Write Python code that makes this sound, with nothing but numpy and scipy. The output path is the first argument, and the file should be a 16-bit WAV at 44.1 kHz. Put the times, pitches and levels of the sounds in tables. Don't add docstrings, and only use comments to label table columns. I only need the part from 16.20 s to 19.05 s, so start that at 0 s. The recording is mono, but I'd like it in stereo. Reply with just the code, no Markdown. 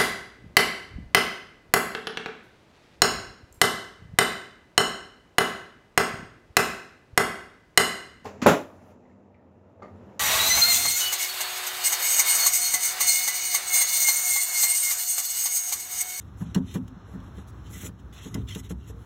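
import sys
import numpy as np
from scipy import signal
from scipy.fft import rfft, irfft, next_fast_len
from scipy.io import wavfile
from scipy.ndimage import uniform_filter1d, map_coordinates

SR = 44100
rng = np.random.default_rng(int(sys.argv[2]) if len(sys.argv) > 2 else 0)


def waveform_to_disk(signal):
    frames = np.transpose(np.atleast_2d(signal))
    scaled = np.clip(frames, -1, 1) * 32767
    samples = np.round(scaled).astype(np.int16)
    wavfile.write(sys.argv[1], SR, samples)


def gain_from_db(level_db):
    decades = np.asarray(level_db, float) / 20
    return 10 ** decades


N = 125685


def unit(x):
    return x / np.sqrt(np.mean(x ** 2) + 1e-20)


def along(points, hz):
    f, value = np.transpose(points)
    return np.interp(np.log(hz + 1), np.log(f + 1), value)


def wobble(rate):
    knots = rng.standard_normal(int(N * 4000 / SR) + 4)
    return map_coordinates(knots, [np.arange(N) * rate / SR])


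def filtered(x, response):
    size = next_fast_len(N + 8192)
    spectrum = rfft(x, size) * response(np.fft.rfftfreq(size, 1 / SR))
    return irfft(spectrum, size)[..., :N]


def coloured(spectrum, grit_db=0, lifts=(), patch_db=0):
    def response(hz):
        lift = sum(db / (1 + ((hz - centre) / width) ** 2) for centre, width, db in lifts)
        return gain_from_db(along(spectrum, hz) + lift)

    cells = signal.stft(rng.standard_normal(N), nperseg=512)[2]
    patches = uniform_filter1d(rng.standard_normal(cells.shape), size=3, axis=0)
    patches = unit(uniform_filter1d(patches, size=8, axis=1))
    noise = signal.istft(cells * gain_from_db(patch_db * patches), nperseg=512)[1][:N]
    return unit(filtered(noise * gain_from_db(grit_db * wobble(1500)), response))


def ring(hz, db, t60, scatter_db, t, spread=0):
    db = db + scatter_db * rng.standard_normal(len(hz))
    decay = gain_from_db(db[:, None] - 60 * t / t60[:, None])
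    phase = spread * rng.standard_normal((len(hz), 1))
    return np.sum(decay * np.sin(2 * np.pi * hz[:, None] * t + phase), axis=0)


# t/s, level/dB, sheet clatter/dB, tilt/(dB per half octave)
BLOWS = [(.207, -36, 7, -12.5), (.215, -22.5, -6.5, -3.5), (0.239, -41, -19, 3), (.257, -33, -18, 0.5),
         (.275, -31.5, -23, -5), (.352, -25, 9, 4), (.361, -11, -9.5, 1), (.403, -30, -13, 2.5),
         (.434, -31, -11, -7), (0.547, -33.5, 12, 2), (.556, -16, -7.5, 1.5), (.612, -25.5, -21, 0),
         (.935, -32.5, -1.5, 2), (0.951, -29, -6, 3.5), (1.18, -33, 0.5, 4.5), (1.625, -32.5, -4, 1.5),
         (1.648, -29, -10, 2), (1.689, -33.5, -0.5, -2), (2.055, -30, 1.5, 7), (2.149, -22, 0.5, 2.5),
         (2.168, -25.5, -8, 3), (2.182, -25, -22, -6), (2.196, -25.5, -27, 2.5), (2.357, -28.5, 3, 5),
         (2.505, -28, 2.5, 6.5), (2.522, -26.5, -27, 0), (2.549, -33, -20, -8.5), (2.699, -44.5, 10, 11),
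         (.3775, -23, -12, -2.5), (.765, -38, -18, -5), (.885, -41, -3, 6.5), (1.5, -36.5, -2, 2),
         (1.56, -35.5, -11, 2), (.495, -38.5, -14, 2)]
# f/Hz, level/dB, t60/s
SHELL_MODES = [(109, -14.5, 0.17), (147, -16, 0.12), (174.6, -3.5, 0.14), (191.4, -3, 0.14),
               (234.4, -17, 0.22), (260.5, -13, 0.22), (362.6, -17.5, 0.073), (435.6, -16, 0.076)]
# f/Hz, level/dB, t60/s
SHEET_MODES = [(300.5, -16, 0.15), (542, -23, 0.15), (950, -20.5, 0.16), (1234, -29.5, 0.077),
               (2000, -29, 0.072)]


def thuds():
    swell_s, scatter_db, crowd_size = 0.0021, 2, 40
    out, t = np.zeros(N + SR), np.arange(SR // 6) / SR
    hz, mode_db, t60 = np.transpose(SHELL_MODES)
    sheet = np.array(SHEET_MODES)
    lowest, highest = sheet[0, 0], sheet[-1, 0]
    fade = np.clip(20 * (t[-1] - t), 0, 1) ** .5
    envelope = (1 - np.exp(-t / swell_s)) ** 2 * fade
    for s, db, sheet_db, tilt in BLOWS:
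        low = ring(hz, mode_db + tilt * 2 * np.log2(hz / hz[3]), t60, scatter_db, t)
        places = (np.arange(crowd_size) + rng.random(size=crowd_size)) / crowd_size
        crowd = lowest + (highest - lowest) * places
        crowd_db, crowd_t60 = along(sheet[:, :2], crowd), along(sheet[:, ::2], crowd)
        high = ring(crowd, sheet_db + crowd_db, crowd_t60, scatter_db, t, np.pi)
        out[round(s * SR):][:len(t)] += gain_from_db(db) * (low + high) * envelope
    return out[:N]


# start t/s, length/s, f/Hz, level/dB
SWAY_SWINGS = [(.21, 0.086, 66, -41), (.58, 0.11, 101, -42.5), (2.2, 0.071, 115, -33.5),
               (2.29, 0.056, 100, -40), (2.5, 0.14, 66, -33.5), (1.43, 0.184, 101, -47.5),
               (.385, 0.0544, 262.4, -30.5), (.572, 0.073, 260, -33), (.356, 0.035, 426, -38.5),
               (.25, 0.053, 210, -37), (.7, 0.047, 258, -41), (1.83, 0.067, 71.4, -40),
               (.208, .03, 165, -31), (1.63, .05, 190, -38), (2.045, .04, 435, -44), (1.62, .05, 355, -46)]


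def sways():
    t, out = np.arange(N) / SR, 0
    for s, length, hz, db in SWAY_SWINGS:
        swell = np.sin(np.pi * np.clip((t - s) / length, 0, 1))
        out = out + gain_from_db(db) * swell * np.sin(2 * np.pi * hz * (t - s))
    return out


def blend(dull, a, b):
    dull = np.clip(dull, 0, 1)
    return np.sqrt(1 - dull) * a + np.sqrt(dull) * b


# t/s, level/dB, t60/s, dullness/(0-1)
CHANNEL_HITS = [
    (0.346, -20.5, 0.03, 0.6),
    (0.54, -34.5, 0.07, 0.3),
    (.678, -43, 0.031, 0.82),
    (2.142, -25.5, 0.03, 0.57),
    (2.348, -26.5, 0.034, 0.57),
    (2.495, -41, 0.055, 0.57),
    (1, -50, 0.033, 0.96),
    (2.5, -54, 0.037, .8),
]
# f/Hz, level/dB, t60/s
CHANNEL_MODES = [(2430, -6, .04), (2820, 0, .05), (3320, -3, .04), (5300, -2, .025), (6550, -6, .04),
                 (7500, -8, .03)]
# f/Hz, level/dB
BRIGHT_COLOUR = [(500, 0), (1500, -1.5), (3000, -2), (5000, 0.5), (8000, 2), (12000, -1.5), (16000, -8)]
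# f/Hz, level/dB
DULL_COLOUR = [(500, -20), (1500, -12), (2500, -2), (3300, 0), (4600, -4), (7000, -12), (11000, -20),
               (16000, -26)]


def clicks():
    ring_db, rise_s, scatter_db, detune = -11, .002, 3, .015
    out, t = np.zeros(N + SR), np.arange(SR // 8) / SR
    bright, dull = coloured(BRIGHT_COLOUR, grit_db=2.5), coloured(DULL_COLOUR)
    hz, mode_db, life = np.transpose(CHANNEL_MODES)
    for s, db, t60, dullness in CHANNEL_HITS:
        i = round(s * SR)
        crack = blend(dullness, bright[i:][:len(t)], dull[i:][:len(t)]) * gain_from_db(-60 * t / t60)
        bent_hz = hz * (1 + detune * rng.standard_normal(len(hz)))
        tone = gain_from_db(ring_db) * ring(bent_hz, mode_db, life, scatter_db, t)
        out[i:][:len(t)] += gain_from_db(db) * (crack + tone) * (1 - np.exp(-t / rise_s))
    return out[:N]


# start t/s, length/s, level/dB, dullness/(0-1)
RUBBER_STROKES = [(0.164, 0.076, -53.5, 0.22), (0.223, 0.11, -59, 0.98), (0.339, 0.051, -53, 0.5),
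                  (0.398, 0.078, -62.5, 1), (.455, 0.076, -47.5, 0.85), (0.519, 0.061, -48, 0.5),
                  (0.841, .12, -62, 0.28), (1.0, 0.093, -66, 0.4), (1.12, 0.11, -60, 0.72),
                  (1.265, 0.042, -59.5, 0), (1.3, 0.13, -65.5, 1), (1.425, 0.082, -55, 1),
                  (1.487, .12, -44, 0.06), (1.595, 0.085, -38.5, 0.04), (1.776, 0.034, -59, 1),
                  (1.93, 0.076, -60.5, 0.5), (2.008, 0.089, -50.5, 0.3), (2.08, 0.08, -56.5, 0.2),
                  (2.121, 0.096, -54, 1), (2.268, 0.06, -43, 1), (2.321, 0.054, -41, 0.93),
                  (2.354, 0.049, -43.5, 0.15), (2.419, 0.057, -51, 0.9), (2.489, 0.033, -43.5, 0.27),
                  (2.559, 0.16, -60.5, 1), (2.668, 0.042, -50, 0.05), (2.722, 0.2, -66.5, 0.33)]
# start t/s, length/s, level/dB, dullness/(0-1)
RUBBER_SNATCHES = [
    (1.924, 0.036, -53, 0.7),
    (1.94, .15, -49, 1),
    (2.283, 0.034, -42, 0.96),
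    (0.039, .06, -67.5, 0.66),
    (2.43, 0.031, -58, 0.2),
    (2.305, .04, -43, 1),
    (1.52, .16, -50, 1),
    (1.165, .04, -58, .8),
    (0, .03, -60, .5),
]
# f/Hz, width/Hz, lift/dB
RUBBER_LIFTS = [(1994, 80, 6.5), (2910, 200, 1), (3480, 150, -0.5)]


def strokes():
    fall, grit_db, patch_db, judder_db = .4, 2, 3.2, 1.5
    t = np.arange(N) / SR
    bright = coloured(BRIGHT_COLOUR, grit_db, RUBBER_LIFTS, patch_db)
    dull = coloured(DULL_COLOUR, grit_db, RUBBER_LIFTS, patch_db)
    bright_power, dull_power = np.zeros(N), np.zeros(N)
    for table, rise in ((RUBBER_STROKES, .45), (RUBBER_SNATCHES, .12)):
        for s, length, db, dullness in table:
            u = (t - s) / length
            shape = np.clip(np.minimum(u / rise, (1 + fall / 2 - u) / fall), 0, 1)
            power = gain_from_db(2 * db) * shape ** 2
            dullness = np.clip(dullness, 0, 1)
            bright_power += (1 - dullness) * power
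            dull_power += dullness * power
    judder = gain_from_db(judder_db * wobble(59.78))
    return judder * (np.sqrt(bright_power) * bright + np.sqrt(dull_power) * dull)


# start t/s, length/s,
# f/Hz, level/dB
BRIEF_TONES = [(1.534, 0.041, 2000, -50.5), (2.037, 0.082, 6650, -55.5), (2.317, 0.016, 3230, -37),
               (2.275, .035, 3450, -49), (2.285, 0.037, 3200, -45), (2.3, .04, 3200, -48),
               (2.346, 0.011, 3300, -37), (.345, .02, 2870, -43), (.345, .008, 4150, -33),
               (.345, .008, 5600, -34), (.54, 0.013, 6600, -46), (2.141, 0.0095, 5100, -33.5),
               (1.945, 0.058, 3500, -54.5), (2.0, .07, 3250, -55.5), (0.468, 0.053, 3600, -55),
               (1.62, 0.057, 1420, -52.5), (.54, 0.021, 2400, -48), (2.69, 0.13, 460, -53.5),
               (2.13, 0.053, 2023, -44), (2.3, 0.033, 2000, -43)]


def brief_tones():
    t, out = np.arange(N) / SR, 0
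    waver = np.cumsum(1 + .012 * wobble(80)) / SR
    flutter = gain_from_db(3.86 * wobble(110))
    for s, length, hz, db in BRIEF_TONES:
        swell = np.sin(np.pi * np.clip((t - s) / length, 0, 1))
        out = out + gain_from_db(db) * swell * np.sin(2 * np.pi * hz * waver)
    return out * flutter


def yard(x):
    t60, delay = .05, 200
    t = np.arange(SR // 8) / SR
    tail = rng.standard_normal((2, len(t))) * gain_from_db(-60 * t / t60)
    tail = tail / np.linalg.norm(tail[0])
    return signal.fftconvolve(np.pad(x, (delay, 0))[None], tail, axes=1)[:, :N]


# t/s, level/dB
TRAFFIC_LEVEL = [(0, -48), (.2, -46), (.3, -45), (.61, -43), (.84, -49.5), (.95, -44), (1.1, -43),
                 (1.29, -46), (1.45, -43.5), (1.59, -42.5), (1.71, -48.5), (1.86, -46), (2.04, -46.5),
                 (2.16, -40.5), (2.45, -43), (2.63, -44.5), (2.79, -44.5), (2.85, -46.5)]
# f/Hz, level/dB
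RUMBLE_COLOUR = [(25, -70), (45, -8), (62, 2), (82, -2), (102, 2.5), (135, -8), (220, -12.5), (400, -20.5)]
# f/Hz, level/dB
HISS_COLOUR = [(250, 1.5), (600, -1), (1200, 1), (1700, -7), (2200, -16), (5000, -16), (8000, -34),
               (16000, -75)]
# f/Hz, likeness/(0-1)
PORT_LIKENESS = [(300, 0.49), (800, 0.4), (1800, 0.32), (3000, 0.45), (5000, 0.65)]


def traffic():
    rumble_db, hiss_db = 2.5, -55.5
    pass_s, pass_length_s, pass_db = 1.113, 0.28, 5
    t = np.arange(N) / SR
    level = np.interp(t, *np.transpose(TRAFFIC_LEVEL))
    rumble = gain_from_db(level + rumble_db + 1.33 * wobble(7.71)) * coloured(RUMBLE_COLOUR + [(700, -54)])
    passing = pass_db * np.exp(-((t - pass_s) / pass_length_s) ** 2)
    hiss = np.array([coloured([(120, -55)] + HISS_COLOUR), coloured([(120, -56)] + HISS_COLOUR)])
    hiss = gain_from_db(hiss_db + passing + 2.6 * wobble(4.1)) * hiss

    def shares(hz):
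        angle = np.arccos(np.clip(along(PORT_LIKENESS, hz), -1, 1)) / 2
        return np.array([np.cos(angle), np.sin(angle)])

    mid, side = filtered(hiss, shares)
    return rumble + np.array([mid + side, mid - side])


def scene():
    rattle = clicks() + strokes() + brief_tones()
    return thuds() + sways() + rattle + gain_from_db(-11) * yard(rattle) + traffic()


def top_cut(x):
    return signal.sosfilt(signal.butter(12, 16950, fs=SR, output="sos"), x)


# f/Hz, lead/rad
PORT_LEAD = [(0, 0), (340, -.6), (750, -3.14), (1400, -5.6), (2300, -4.2), (3600, -4.7), (4720, -3.14),
             (15300, 12.57)]
# f/Hz, level/dB
PORT_TILT = [(60, -1), (200, -5), (450, -2), (800, -5), (1200, -0.5), (3000, 1)]
# t/s, half length/s
WHOLE_MOMENTS = [
    (.349, .005),
    (.68, .008),
    (1.295, .026),
    (1.505, .028),
    (1.70, .018),
    (1.93, .02),
    (2.145, .005),
    (2.282, .021),
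    (2.35, .004),
    (2.495, .006),
]


def record(dry):
    drop_from_hz, top_hz, wide_top_hz, dropped_db = 3600, 15850, 14900, -32
    keep_over, edge, wider = .3, .12, 1.5
    frame, wide_share = 1024, .45

    def lead(hz):
        return np.interp(hz, *np.transpose(PORT_LEAD))

    def ports(hz):
        tilt = along(PORT_TILT, hz) / 2 * np.array([[1], [-1]])
        return gain_from_db(tilt) * np.exp(np.array([[0], [-1j]]) * lead(hz))

    def keep(widening, top):
        def response(hz):
            share = np.abs([np.cos(lead(hz) / 2), np.sin(lead(hz) / 2)])
            needed = widening * keep_over * np.clip(hz / 9500, 0, 1)
            weak = np.clip((needed + edge - share) / edge, 0, 1) * (hz > drop_from_hz)
            above = np.clip((hz - top) / 150, 0, 1)
            return gain_from_db(dropped_db * np.maximum(weak, above))
        return response

    left, right = filtered(dry, ports)
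    pair = np.array([left + right, left - right]) / 2
    wide = 1. * (rng.random(N // frame + 1) < wide_share)
    wide = uniform_filter1d(np.repeat(wide, frame)[:N], size=256)
    mid, side = (1 - wide) * filtered(pair, keep(1, top_hz)) + wide * filtered(pair, keep(wider, wide_top_hz))
    thinned = np.array([mid + side, mid - side])
    whole = filtered(np.array([left, right]), lambda hz: hz < top_hz + 300)
    t = np.arange(N) / SR
    sudden = np.clip(sum(np.exp(-((t - s) / half) ** 8) for s, half in WHOLE_MOMENTS), 0, 1)
    return top_cut(sudden * whole + (1 - sudden) * thinned)


dry = scene()
out = record(dry)
waveform_to_disk(out)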